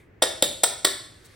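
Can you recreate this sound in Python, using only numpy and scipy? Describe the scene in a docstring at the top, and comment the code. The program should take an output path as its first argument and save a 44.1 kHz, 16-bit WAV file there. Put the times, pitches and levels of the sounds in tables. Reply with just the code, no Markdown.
"""Knocking a plastic cup empty

A plastic dosing cup scrapes into place, upside down on a metal coffee basket, and is knocked four times.
Each knock is a quick clatter of the rim over a hollow thud. Cup and basket ring briefly,
over a low lingering note of the small, quiet kitchen; machine, counter and room add echoes.
A sleeve rustles, and a faint brush follows as the cup is carried off."""
import sys
import numpy as np
from scipy import signal
from scipy.fft import rfft, irfft
from scipy.io import wavfile

SR = 44100
rng = np.random.default_rng(int(sys.argv[2]) if len(sys.argv) > 2 else 0)


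def wav_out(sig):
    """Save sig, one row per channel (or a flat mono array), as 16-bit PCM at SR to the path in sys.argv[1]."""
    wavfile.write(sys.argv[1], SR, np.round(np.clip(np.atleast_2d(sig).T, -1, 1) * 32767).astype(np.int16))


N = 59535

# The tone of a touch on the cup. Each row: frequency in Hz, level in dB.
CONTACT_TONE = [(200, -19), (330, -2.5), (800, -4.5), (1150, -5), (1450, -6), (2000, -2), (2750, -7.5),
                (3700, 5), (4600, -1.5), (5700, -2.5), (6750, 0.5), (7400, -0.5), (8200, 6), (9100, -4),
                (10200, -0.5), (11500, -1), (13000, -22.5), (15200, -2)]


def gain(db):
    """Turn decibels into a number to multiply by."""
    return 10 ** (np.asarray(db) / 20)


def at_hz(points, hz):
    """Read a value between rows of (Hz, value), with octaves evenly spaced."""
    freqs, values = np.array(points, float).T
    return np.interp(np.log(np.maximum(hz, 1)), np.log(freqs), values)


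def frequencies():
    """The frequencies in Hz at which the filters work."""
    return np.arange(N + 1) * SR / (2 * N)


def shape(sound, db):
    """Turn each frequency up or down by its own number of dB."""
    cepstrum = irfft(np.log(gain(db)))
    # folding the second half onto the first keeps the filter from sounding early
    cepstrum[1:N] *= 2
    cepstrum[N + 1:] = 0
    return irfft(rfft(sound, 2 * N) * np.exp(rfft(cepstrum)))[..., :N]


def since(start):
    """Seconds since a moment, zero before it."""
    return np.maximum(np.arange(N) / SR - start, 0)


def fade(start, fade_s):
    """Start suddenly, then die away. The fade time is how long a drop of 60 dB takes."""
    t = since(start)
    return (t > 0) * np.exp(-np.log(1000) * t / fade_s)


def noise(width):
    """Stereo hiss: width 0 is the same in both ears, width 1 is unrelated."""
    mid, side = rng.standard_normal((2, N))
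    return np.array([mid + width * side, mid - width * side]) / np.sqrt(1 + width ** 2)


def shaped_noise(tone, width):
    """Stereo hiss with the given tone, scaled to a standard strength of 1."""
    hiss = shape(noise(width), at_hz(tone, frequencies()))
    return hiss / hiss.std()


def background():
    """The kitchen rumbles steadily: the bass sits in the middle, the hiss is wide."""
    # Each row: frequency in Hz, relative level in dB.
    rumble_tone = [(20, -10), (55, 0), (105, 5), (200, -7.5), (400, -4.5), (700, -18), (1300, -21),
                   (1900, -16), (4000, -38.5), (7000, -45), (11000, -53), (16000, -43)]
    mid, side = shape(rng.standard_normal((2, N)), at_hz(rumble_tone, frequencies()))
    width = np.clip(frequencies() / 610, .1, .7)
    side = shape(side, 20 * np.log10(width))
    return gain(-54.5) * np.array([mid + side, mid - side]) / mid.std()


def scrape():
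    """A faint scrape dies away as the cup is set in place."""
    # Each row: frequency in Hz, relative level in dB.
    scrape_tone = [(600, -14), (1500, -11), (2200, 8.5), (2800, -13), (3600, -6), (5000, -18),
                   (9000, -11.5), (15000, -25)]
    return gain(-57.5) * fade(0, fade_s=0.23) * shaped_noise(scrape_tone, width=0.26)


def clatter():
    """The rim hits a few times in each knock, making short cracks; harder hits tend to be brighter."""
    # Each row: start in seconds, level in dB, brightness in dB per octave.
    rim_hits = [(0.22, -14.5, -7.5), (0.2227, -3.5, 2), (0.2265, -8.5, 1), (0.231, -6, -2.5),
                (0.237, -9.5, -5.5), (0.4240, -2, 2), (0.4268, -11.5, -8), (0.4400, -12, -1),
                (0.6340, -6, 0.5), (0.6362, -4.5, 1), (0.6400, -2, -1.5), (0.6418, -7.5, -5),
                (0.8462, -10, 2.5), (0.8491, 2, 0), (0.8515, -5.5, -3.5), (0.871, -14, -4.5)]
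    pivot_hz = 4170  # brightness tilts the tone around this frequency
    octaves = np.log2(np.clip(frequencies(), pivot_hz / 4, SR) / pivot_hz)
    crack_db = at_hz(CONTACT_TONE, frequencies()) - 3.5
    out = 0
    for start, db, brightness in rim_hits:
        burst = noise(width=0.11) * fade(start, fade_s=0.02)
        out = out + shape(burst, crack_db + db + brightness * octaves)
    return out


def thuds():
    """The cup, damped by the hand, gives a short hollow note; the holder beneath adds a lower one."""
    # Each row: start in seconds, pitch in Hz, level in dB, fade time in seconds.
    cup_notes = [(0.2215, 631, -5, 0.031), (0.2283, 510, -16, 0.045), (0.4243, 553.5, -3.5, 0.023),
                 (0.6345, 670, -5.5, 0.026), (0.8470, 614, -7, 0.018)]
    rise_s, holder_pitch_ratio, bass_cut_hz = 0.0014, 0.601, 157
    out = 0
    for start, hz, db, fade_s in cup_notes:
        t = since(start)
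        cup = fade(start, fade_s) * np.sin(2 * np.pi * hz * t)
        holder = gain(-12) * fade(start, fade_s=0.033) * np.sin(2 * np.pi * hz * holder_pitch_ratio * t)
        rise = 1 - np.exp(-t / rise_s)
        out = out - gain(db) * rise * (cup + holder)
    return signal.sosfilt(signal.butter(2, bass_cut_hz, "high", fs=SR, output="sos"), out)


def rings():
    """Cup and basket ring until the next knock, over a low lingering note of the kitchen."""
    # Each row: pitch in Hz, level in dB, fade time in seconds. The first row is the kitchen's note.
    ringing_notes = [(389.5, -23, 0.37), (1155, -12.5, 0.054), (1734.5, -18.5, .36), (1880, -13.5, 0.096),
                     (2677, -20.5, 0.11), (3190, -6.5, 0.054), (3550, 6, 0.023), (3647, -7.5, 0.15),
                     (3618, -17.5, 0.48), (3733, -5.5, 0.079), (3830, -8, 0.05), (4280, -15, 0.049),
                     (4930, -19, 0.15), (5130, -9, 0.063), (8070, -0.5, 0.032), (8140, -12.5, 0.065),
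                     (8358, -27, 0.19)]
    # Each knock lands on another spot and wakes a different mix of notes.
    # Each row: start in seconds, then the change in dB for low, middle and high notes.
    knock_mixes = [(0.2236, 1, -3, 2.5), (0.4243, -7, -0.5, -37), (0.6369, -10.5, -8, 4),
                   (0.8490, 0, -9, -1.5)]
    group_edges_hz = (2500, 6000)
    choke_s, detune = 0.02, 0.00289
    out = np.zeros(N)
    for start, *group_db in knock_mixes:
        t = since(start)
        out = out * np.exp(-np.log(1000) * t / choke_s)  # this knock stops the previous ring
        for hz, db, fade_s in ringing_notes:
            group = np.searchsorted(group_edges_hz, hz)
            level = gain(db + group_db[group] - 13)
            pitch = hz * (1 + detune * rng.standard_normal())
            out = out + level * fade(start, fade_s) * np.sin(2 * np.pi * (pitch * t + rng.random()))
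    return out


def kitchen(sound):
    """Quick echoes come off the machine and counter, then the room's echo fades octave by octave."""
    # Each row: frequency in Hz, level of the room's echo in dB.
    room_tone = [(125, 0), (250, -5.5), (500, -6), (1000, -6), (2000, -3.5), (4000, -4), (8000, -5.5),
                 (16000, -10.5)]
    # Each row: frequency in Hz, fade time in seconds.
    room_fades = [(200, 0.61), (1000, 0.6), (2000, 0.55), (4000, 0.57), (8000, 0.51), (15000, 0.3)]
    # Each row: frequency in Hz, how alike the echo is in both ears from 0 to 1.
    ear_likeness = [(150, 1), (500, 0.15), (1200, 0.031), (2500, 0.91), (9000, 0.74)]
    near = noise(width=0.39) * fade(0.001, fade_s=0.14)
    echoes = gain(-10.5) * near / np.sqrt(np.sum(near ** 2) / 2)
    octaves_hz = 125 * 2. ** np.arange(8)
    for hz in octaves_hz:
        this_octave = list(zip(octaves_hz, octaves_hz == hz))
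        band = np.sqrt(at_hz(this_octave, frequencies()))
        alike = at_hz(ear_likeness, hz)
        hiss = noise(width=np.sqrt((1 - alike) / (1 + alike)))
        air = irfft(rfft(hiss, 2 * N) * band)[:, :N]
        tail = fade(0.0088, at_hz(room_fades, hz))
        echoes = echoes + gain(at_hz(room_tone, hz) - 1) * air * tail / np.sqrt(np.sum(tail ** 2))
    return signal.fftconvolve(sound, echoes, axes=1)[:, :N]


def out_of_step(sound):
    """The sound reaches the left and right microphone openings slightly out of step."""
    # Each row: frequency in Hz, how far the left wave is ahead in radians (negative is behind).
    left_lead = [(2000, 0.5), (3550, 0.24), (4200, 0.38), (5200, 0.5), (5900, -0.96), (6700, -3),
                 (7100, -4.5), (8000, -5.5), (8800, -8.5), (9700, -6), (12000, -9.5), (13600, -11),
                 (15300, -10.5)]
    left_louder_db = 0.3
    sides = np.array([[.5], [-.5]])
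    shift = np.exp(1j * sides * at_hz(left_lead, frequencies()))
    return irfft(rfft(sound, 2 * N) * shift)[:, :N] * gain(sides * left_louder_db)


def sleeve():
    """A jacket sleeve rustles, growing louder as the arm swings away."""
    # Each row: frequency in Hz, relative level in dB.
    cloth_tone = [(100, -6), (400, -2), (900, -6), (1700, 4), (2700, -5), (4500, -2.5), (6700, -11),
                  (9000, -7.5), (15000, -23)]
    start_s, rise_s = 0.74, 0.58
    swell = np.minimum(since(start_s) / rise_s, 1)
    return gain(-56.5) * swell * shaped_noise(cloth_tone, width=0.48)


def brush():
    """The cup is brushed lightly once on its way out."""
    peak_s, spread_s = 1.258, 0.0092
    touch = np.exp(-.5 * ((np.arange(N) / SR - peak_s) / spread_s) ** 2)
    return gain(-50.5) * touch * shaped_noise(CONTACT_TONE, width=0.55)


def scene():
    """Four knocks and their echoes, with soft handling sounds over the kitchen's rumble."""
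    knocks = clatter() + thuds()
    ring = rings()
    echoes = kitchen(knocks + gain(-2) * ring)  # the ring faces the listener, so less reaches the walls
    return out_of_step(knocks + ring + echoes) + scrape() + sleeve() + brush() + background()


def record(dry):
    """Round off the highest peaks and cut the very top of the treble."""
    top_hz = 16000
    treble_cut = signal.ellip(8, .2, 80, top_hz, fs=SR, output="sos")
    return signal.sosfilt(treble_cut, np.tanh(dry))


dry = scene()
out = record(dry)
wav_out(out)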